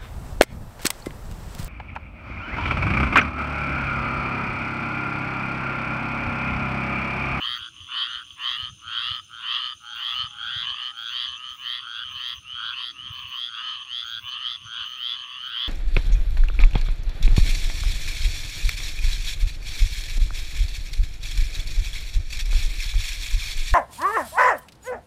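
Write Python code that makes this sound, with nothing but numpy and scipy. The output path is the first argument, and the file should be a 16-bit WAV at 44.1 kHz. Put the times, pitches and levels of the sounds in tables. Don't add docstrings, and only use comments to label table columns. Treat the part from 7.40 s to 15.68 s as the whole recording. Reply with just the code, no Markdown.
import sys
import numpy as np
from scipy import signal
from scipy.fft import rfft, irfft
from scipy.io import wavfile
from scipy.ndimage import uniform_filter1d

SR = 44100
rng = np.random.default_rng(int(sys.argv[2]) if len(sys.argv) > 2 else 0)


def store_pcm(level_fs):
    pcm = np.round(np.clip(level_fs, -1, 1) * 32767).astype(np.int16)
    wavfile.write(sys.argv[1], SR, np.atleast_2d(pcm).T)


def invert_db(level):
    return 10 ** (np.asarray(level, dtype=float) / 20)


N = 365148


def unit(x):
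    return x / np.sqrt(np.mean(x ** 2))


def hiss(hz, width_hz, order=2):
    band = signal.butter(order, [hz - width_hz / 2, hz + width_hz / 2], "band", fs=SR, output="sos")
    return unit(signal.sosfilt(band, rng.standard_normal(N)))


def walk(rate):
    hold = int(SR / rate)
    steps = np.repeat(rng.standard_normal(N // hold + 1), hold)
    return 1.43 * uniform_filter1d(steps, hold)[:N]


def bump(s, width_s):
    coarse = np.arange(0, N + 64, 64) / SR
    return np.repeat(np.exp(-((coarse - s) / width_s) ** 2), 64)[:N]


def add(out, s, sound):
    i = int(s * SR)
    if 0 <= i < N:
        out[i:i + len(sound)] += sound[:N - i]


def frog(croaks, voice, drift, rate, rise, fade, bend, scatter_db):
    hz, db, ring_ms, sag, late = np.array(voice).T[:, :, None]
    ms = np.arange(int(3.3 * ring_ms.max() * SR / 1000)) / SR * 1000
    shape = 0.51 * np.sin(np.pi * np.minimum(ms / (3.2 * ring_ms), 1) ** rise) ** 2
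    low, high = hz < 2200, hz > 3460
    colour_db, detune, jitter = 1.5, 0.008, 0.005
    drift_s, *drift_columns = np.array(drift).T
    out = np.zeros(N)
    for end, peak_db, length in croaks:
        pitch, low_db, high_db = (np.interp(end, drift_s, column) for column in drift_columns)
        chance = rng.standard_normal((40, 2, len(voice) + 1))
        mood = rng.standard_normal((2, len(voice), 1)) * (low | high)
        pitch = pitch * (1 + detune * mood[0])
        gain = invert_db(peak_db + db + low_db * low + high_db * high + colour_db * mood[1])
        for k in range(min(int(length * rate) + 1, 40)):
            left = min((k + 0.5) / (length * rate + 1), 1 - 1e-3)
            opening = min((1 - left) / 0.34, 1)
            effort = np.sin(np.pi / 2 * min((1 - left) / 0.73, 1)) ** late
            tiring = max(1 - fade * max(1 - left / 0.2, 0), 0) ** late
            swell = opening * effort * tiring
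            tone_hz = pitch * hz * (1 - sag * left ** bend) * (1 + jitter * chance[k, 0, 1:, None])
            uneven = invert_db(scatter_db * (chance[k, 1, 0] + chance[k, 1, 1:, None]))
            ringing = shape * np.sin(2 * np.pi * tone_hz * ms / 1000)
            pulse = np.sum(gain * swell * uneven * ringing, axis=0)
            add(out, end - (k + 0.02 * chance[k, 0, 0]) / rate, pulse)
    return out


# last pulse in seconds, peak in dB, length in seconds.
NEAR_CROAKS = [(0.1724, -22, .2), (0.668, -22.5, 0.18), (1.1636, -21.5, .2), (1.7162, -21.5, .26),
               (2.1888, -21, .19), (2.7393, -21, 0.2), (3.2519, -22, 0.2), (3.8645, -21.5, .21),
               (4.3905, -22, 0.2), (4.9361, -23, .2), (5.5075, -24, 0.209), (6.0879, -22, 0.21),
               (6.636, -21, 0.19), (7.1573, -21, 0.19), (7.7518, -19.5, .21), (8.2854, -20, .21)]
# pitch at the end in Hz, level in dB, ring in ms,
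# share of pitch that sags at the start, lateness of the swell as an exponent.
NEAR_VOICE = [(1380, -10, 2.2, 0.039, 0.31), (1990, -7, 1.98, 0.11, 0.49), (2780, -19.5, 4.1, 0.04, 4.2),
              (3458, 5.5, 2.11, 0.35, 1.28), (3976, -4.5, 1.65, 0.32, 2.5), (4840, -11.5, 1.75, 0.2, 1.1),
              (5090, -18.5, 2.35, 0.098, 1.6), (11460, -30, 1.3, -0.021, 3.5), (10750, -40, 1.6, .02, 4.5),]
# time in seconds, pitch factor,
# low partials in dB, high partials in dB.
NEAR_DRIFT = [(0, 0.94, 1.5, 4.5), (1.7, .97, -0.5, 0.5), (5.401, 0.96, -3.5, 1.5), (6.7, .98, -8.5, -2.5),
              (8.28, 0.98, -6.5, -3.5)]


def near_frog():
    return frog(NEAR_CROAKS, NEAR_VOICE, NEAR_DRIFT, 121, rise=0.53, fade=0.42, bend=2.85, scatter_db=0.18)


# last pulse in seconds, peak in dB, length in seconds.
DEEP_CROAKS = [(0.285, -41, 0.22), (0.8254, -40.5, 0.46), (1.6176, -33, .21), (2.0604, -40.5, 0.19),
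               (2.6097, -37, 0.22), (3.1157, -32, 0.16), (3.2266, -35, 0.35), (3.7357, -33, .24),
               (4.6337, -34.5, 0.25), (5.3323, -33, .21), (6.2174, -35.5, .18), (6.7919, -33.5, .22),
               (7.4395, -35, 0.22), (8.1677, -36.5, 0.18)]
# end pitch in Hz, level in dB, ring in ms, share of pitch sagging, lateness exponent.
DEEP_VOICE = [(1508, 9, 2.21, 0.12, 0.36), (2690, -5, 1.34, 0.074, 0.48), (3456, 13.5, 2.11, 0.14, 1.4),
              (3840, 11, 1.7, 0.21, 5.4), (4740, 1, 1.54, 0.12, 1.1)]
# time in seconds, pitch factor, low partials in dB, high partials in dB.
DEEP_DRIFT = [(0, .97, 0.3, -5), (2.4, 0.94, 2.7, -1.5), (3.2, 0.97, -2.8, -7), (8.28, 0.97, -2.5, -4.5)]


def deep_frog():
    return frog(DEEP_CROAKS, DEEP_VOICE, DEEP_DRIFT, 115.5, rise=0.53, fade=0.42, bend=2.6, scatter_db=1.0)


# last pulse in seconds, peak in dB, length in seconds.
SECOND_CROAKS = [(0.1224, -35.5, .3), (0.8038, -31.5, 0.22), (1.2952, -29, 0.25), (1.7949, -27, 0.25),
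                 (2.3297, -27, 0.32), (2.8663, -25.5, 0.22), (3.5121, -28, 0.21), (4.1528, -33, 0.26),
                 (4.7206, -33, 0.23), (5.2149, -32, 0.22), (5.7172, -34, 0.23), (6.3432, -30.5, 0.25),
                 (7.1147, -32, 0.26), (7.6126, -32.5, 0.32), (8.1234, -32.5, 0.28)]
# end pitch in Hz, level in dB, ring in ms, share of pitch sagging, lateness exponent.
SECOND_VOICE = [(1303, -2, 3.46, 0.059, 0.27), (1878, -5.5, 2, 0.042, 1.4), (2745, -5.5, 1.42, 0.14, 2.4),
                (3267, 11, 2.2, 0.31, 2.2), (3720, -6.5, 2.95, 0.16, 0.59), (4440, -2.5, 1.95, 0.072, 7.4),
                (5100, -18.5, 2.9, 0.16, 0.31)]
# time in seconds, pitch factor, low partials in dB, high partials in dB.
SECOND_DRIFT = [(0, 0.96, -.6, -4), (2.3, 0.95, 0, 4), (3.9, 0.96, -1, -1.3), (5.4, 0.98, -6.5, -14.5),
                (6.4, 0.96, 1.5, 1.3), (8.28, 0.96, -5.5, -5.5)]


def second_frog():
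    return frog(SECOND_CROAKS, SECOND_VOICE, SECOND_DRIFT, 125.5,
                rise=0.46, fade=0.42, bend=2.31, scatter_db=0.62)


# last pulse in seconds, peak in dB, length in seconds.
THIRD_CROAKS = [(0.0711, -23.5, 0.093), (0.6374, -23.5, 0.19), (1.1142, -25, 0.17), (1.6137, -28, 0.13),
                (2.1975, -27, 0.25), (2.7136, -28, 0.21), (3.3413, -24.5, .16), (3.9661, -28, 0.3),
                (4.3074, -31.5, .18), (4.822, -30, .19), (5.3375, -30.5, 0.21), (5.831, -31, 0.23),
                (6.4271, -29.5, 0.36), (6.9759, -26.5, 0.2), (7.4725, -30, .2), (7.8601, -30, 0.25),
                (8.2951, -28, .19)]
# end pitch in Hz, level in dB, ring in ms, share of pitch sagging, lateness exponent.
THIRD_VOICE = [(1140, -3.5, 2.95, 0.081, 1.07), (1747, -10, 2.5, 0.15, 2.1), (2810, -8.5, 2.02, 0.36, 1),
               (3199, 7, 1.9, 0.2, 2.14), (3524, -4, 2.5, 0.021, 1.1), (4316, -1, 1.07, 0.035, 15)]
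# time in seconds, pitch factor, low partials in dB, high partials in dB.
THIRD_DRIFT = [(0, 0.99, -1.4, -2), (8.28, 0.98, -2, -1.9)]


def third_frog():
    return frog(THIRD_CROAKS, THIRD_VOICE, THIRD_DRIFT, 125, rise=0.56, fade=0.19, bend=2.12, scatter_db=1.3)


# last pulse in seconds, peak in dB, length in seconds.
FAR_CROAKS = [(0.2692, -34.5, .14), (0.4916, -41, .21), (0.9853, -45.5, 0.28), (1.4966, -46, .14),
              (2.0318, -52, 0.057), (2.9956, -39, 0.85), (3.4148, -32, .17), (3.8632, -35, .21),
              (4.4533, -33.5, 0.17), (4.9821, -36.5, 0.25), (5.4414, -31, .16), (5.9811, -33.5, 0.28),
              (6.5123, -39.5, 0.28), (7.2893, -42, 0.19), (7.9816, -34.5, 0.21)]
# end pitch in Hz, level in dB, ring in ms, share of pitch sagging, lateness exponent.
FAR_VOICE = [(1170, -5.5, 2.7, 0.063, 0.31), (1893, -11.5, 1.53, 0.017, 1.2), (2730, -10, 3.5, 0.24, 0.79),
             (3213, 11, 1.05, 0.22, 1.2), (4650, -13.5, 2.3, 0.048, 5.9)]
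# time in seconds, pitch factor, low partials in dB, high partials in dB.
FAR_DRIFT = [(0, 1, -4, -1.7), (4.4, 1, 0.5, -0.32), (5.2, 0.93, 1.1, -0.84), (8.28, 1, 1.7, -1.6)]


def far_frog():
    return frog(FAR_CROAKS, FAR_VOICE, FAR_DRIFT, 126, rise=0.6, fade=0.43, bend=2.2, scatter_db=1.9)


def echoes(x, t60_s):
    s = np.arange(int(2 * t60_s * SR)) / SR
    tail = rng.standard_normal(len(s)) * 10 ** (-3 * s / t60_s) * np.minimum(s / 0.012, 1)
    return signal.fftconvolve(x, tail / np.sqrt(np.sum(tail ** 2)))[:N]


def frogs_over_water():
    near, deep, second, third, far = near_frog(), deep_frog(), second_frog(), third_frog(), far_frog()
    direct = near + deep + second + third + far
    echo_levels_db = (near, -9), (deep, -8), (second, -6.5), (third, -5.5), (far, -4.5)
    close = sum(invert_db(db) * echoes(one, t60_s=0.032) for one, db in echo_levels_db)
    field = invert_db(-19) * echoes(direct, t60_s=0.22)
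    sac = signal.butter(8, 920, "high", fs=SR, output="sos")
    frogs = signal.sosfilt(sac, direct + close + field)
    for hz, width_hz in (2260, 93), (4130, 290):
        frogs = frogs - 0.5 * signal.lfilter(*signal.iirpeak(hz, hz / width_hz, fs=SR), frogs)
    return invert_db(-0.1) * frogs


def folded_overtones():
    out = np.zeros(N)
    before = np.arange(-4000, 0) / SR
    for croaks, end_hz, db in (NEAR_CROAKS, 14200, -52), (DEEP_CROAKS, 13900, -40), (SECOND_CROAKS, 13400, -47):
        phase = 2 * np.pi * (end_hz * before - 12000 * before ** 2)
        zip_down = np.hanning(len(before)) * np.sin(phase)
        for end, peak_db, *_ in croaks:
            flutter = 9 * uniform_filter1d(rng.standard_normal(len(before)), size=60)
            add(out, end + before[0], invert_db(peak_db + db) * (1 + flutter) * zip_down)
    return out


def cricket_chorus():
    chorus = invert_db(2.7 * walk(24)) * hiss(6200, 290) + invert_db(-10.5 + 4.1 * walk(14)) * hiss(6450, 220)
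    return invert_db(-60.5 + 0.6 * walk(5.5)) * unit(chorus)


def trill(hz, width_hz, rate, sharp):
    turn = 2 * np.pi * np.cumsum(rate * (1 + 0.004 * walk(2.5))) / SR
    return unit(np.exp(sharp * np.cos(turn)) * hiss(hz, width_hz))


def trilling_crickets():
    t = np.arange(N) / SR
    shrill = unit(trill(9240, 280, 61.2, 0.58) + invert_db(-10.0) * hiss(8750, 640))
    out = invert_db(-66 - 0.66 * t) * shrill
    bright_stops_s = 4.26
    bright_on = np.clip((bright_stops_s - t) / 0.03, 0, 1)
    out += invert_db(-70) * bright_on * trill(6850, 380, 59.0, 0.2)
    return out + invert_db(-78.0) * hiss(10550, 1600)


# first tick in seconds, number of ticks, first gap in seconds,
# shortening of each later gap in seconds.
TICK_BOUTS = [
    (4.7203, 1, 0, 0),
    (5.3928, 1, 0, 0),
    (5.8917, 19, .1045, .00116),
    (7.6881, 5, .105, .0034),
]


def ticking_cricket():
    out = np.zeros(N)
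    s = np.arange(500) / SR
    stroke = np.hanning(len(s)) * np.sin(2 * np.pi * 8700 * s)
    for first, ticks, gap, quicker in TICK_BOUTS:
        for k, chance in enumerate(rng.standard_normal(ticks)):
            start = first + k * gap - quicker * k * (k - 1) / 2
            add(out, start, invert_db(-61.5 + 2 * chance) * stroke)
    return out


# start in seconds, length in seconds, level in dB.
RASPS = [(-.05, .25, -63), (1.016, 0.21, -68), (1.711, .06, -65), (2.55, 0.23, -62), (3.567, 0.19, -65),
         (4.09, .231, -66), (4.705, .269, -65), (5.713, .28, -64), (6.647, .25, -61), (7.453, 0.19, -63),
         (8.032, .2, -67)]


def bush_cricket():
    s = np.arange(N) / SR
    pause_s = 0.025
    strokes = np.zeros(N)
    for start, length, db in RASPS:
        from_middle = abs(s - start - length / 2)
        strokes += invert_db(db) * (abs(from_middle - (length + pause_s) / 4) < (length - pause_s) / 4)
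    strokes = uniform_filter1d(strokes, size=1700) + invert_db(-81 + 2.2 * walk(12))
    scratch = hiss(15200, 800) + invert_db(-21) * hiss(14600, 700, order=3)
    return strokes * unit(invert_db(2.0 * walk(150)) * scratch)


# start in seconds, length in seconds, starting pitch in Hz, starting level in dB.
WHISTLES = [
    (2.405, 1.25, 847, -55.5),
    (6.35, 0.5, 868, -72),
]


def toad():
    out = np.zeros(N)
    sag_hz_per_s, fall_db_per_s = 33, -6
    wavering_db, wobble_hz = 3.5 * walk(30) - 1.5, 6 * walk(14)
    for start, length, hz, db in WHISTLES:
        s = np.arange(int(length * SR)) / SR
        edges = np.clip(np.minimum(s, length - s) / 0.018, 0, 1)
        pitch = hz - sag_hz_per_s * s + wobble_hz[:len(s)]
        level = invert_db(db + fall_db_per_s * s + wavering_db[:len(s)])
        add(out, start, edges * level * np.sin(2 * np.pi * np.cumsum(pitch) / SR))
    return out


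# time in seconds, peak in dB, pitch in Hz.
THUMPS = [(0.099, -45, 93.7), (0.202, -42.5, 85.4), (0.396, -40.5, 87), (0.752, -47.5, 62),
          (0.917, -47, 78), (1.101, -46.5, 103), (1.216, -33, 89), (1.312, -35, 95), (1.456, -43.5, 101),
          (1.577, -50, 89), (1.699, -33.5, 94), (2.344, -51, 88), (2.826, -34.5, 106), (3.047, -49, 75),
          (3.151, -35, 106), (3.3, -46, 75), (3.876, -50, 62), (4.1, -49, 70), (4.641, -46.5, 80),
          (4.747, -42, 92), (4.966, -43.5, 73.6), (5.125, -48, 94), (5.282, -51, 83), (5.692, -31.5, 104),
          (5.832, -39, 88), (6.825, -39, 88), (7.243, -39, 110), (7.4, -47, 79)]


def breeze():
    calm_db, gust_below_thump_db, gust_s = -69.5, -21.5, 0.075
    gusts = invert_db(calm_db) + sum(invert_db(db + gust_below_thump_db) * bump(s, gust_s) for s, db, _ in THUMPS)
    rumble = unit(hiss(90.8, 75, order=3) + invert_db(-9.5) * hiss(167, 78))
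    out = gusts * invert_db(2.8 * walk(22)) * rumble
    s = np.arange(2200) / SR - 0.018
    for start, peak_db, hz in THUMPS:
        thump = np.exp(-(s * hz / 0.79) ** 2) * np.sin(2 * np.pi * hz * s + 2.0)
        add(out, start, invert_db(peak_db - 1.5) * thump)
    return out


# frequency in Hz, level in dB per Hz.
NIGHT_AIR = [(88, -60.5), (150, -3.5), (334, -13), (854, -66.5), (1310, 0), (1980, -23.5), (2980, 9.5),
             (4240, -9.5), (4670, -18.5), (5150, -7.5), (6770, -30.5), (8070, -28), (9260, -23),
             (12400, -36), (16000, -60)]
# time in seconds, level in dB, length in seconds.
DRONE_SWELLS = [
    (0.297, -73.5, 0.47),
    (1.295, -78, 0.38),
    (5.553, -67, 0.11),
]


def night_air():
    hz, db = np.array(NIGHT_AIR).T
    colour = invert_db(np.interp(np.log(np.fft.rfftfreq(N, 1 / SR) + 1), np.log(hz), db))
    air = unit(irfft(rfft(rng.standard_normal(N)) * colour, N))
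    drone = invert_db(-80) + sum(invert_db(db) * bump(s, length) for s, db, length in DRONE_SWELLS)
    return invert_db(-54) * air + invert_db(-80.0) * hiss(560, 580) + drone * hiss(304, 64)


def scene():
    frogs = frogs_over_water() + folded_overtones()
    insects = cricket_chorus() + trilling_crickets() + ticking_cricket() + bush_cricket()
    return (frogs + insects + toad() + breeze() + night_air())[None]


def roll_off(x):
    return signal.sosfilt(signal.butter(12, 17080, fs=SR, output="sos"), x)


def record(dry):
    top = signal.ellip(10, 0.2, 60, 15800, fs=SR, output="sos")
    return roll_off(signal.sosfilt(top, dry))


dry = scene()
out = record(dry)
store_pcm(out)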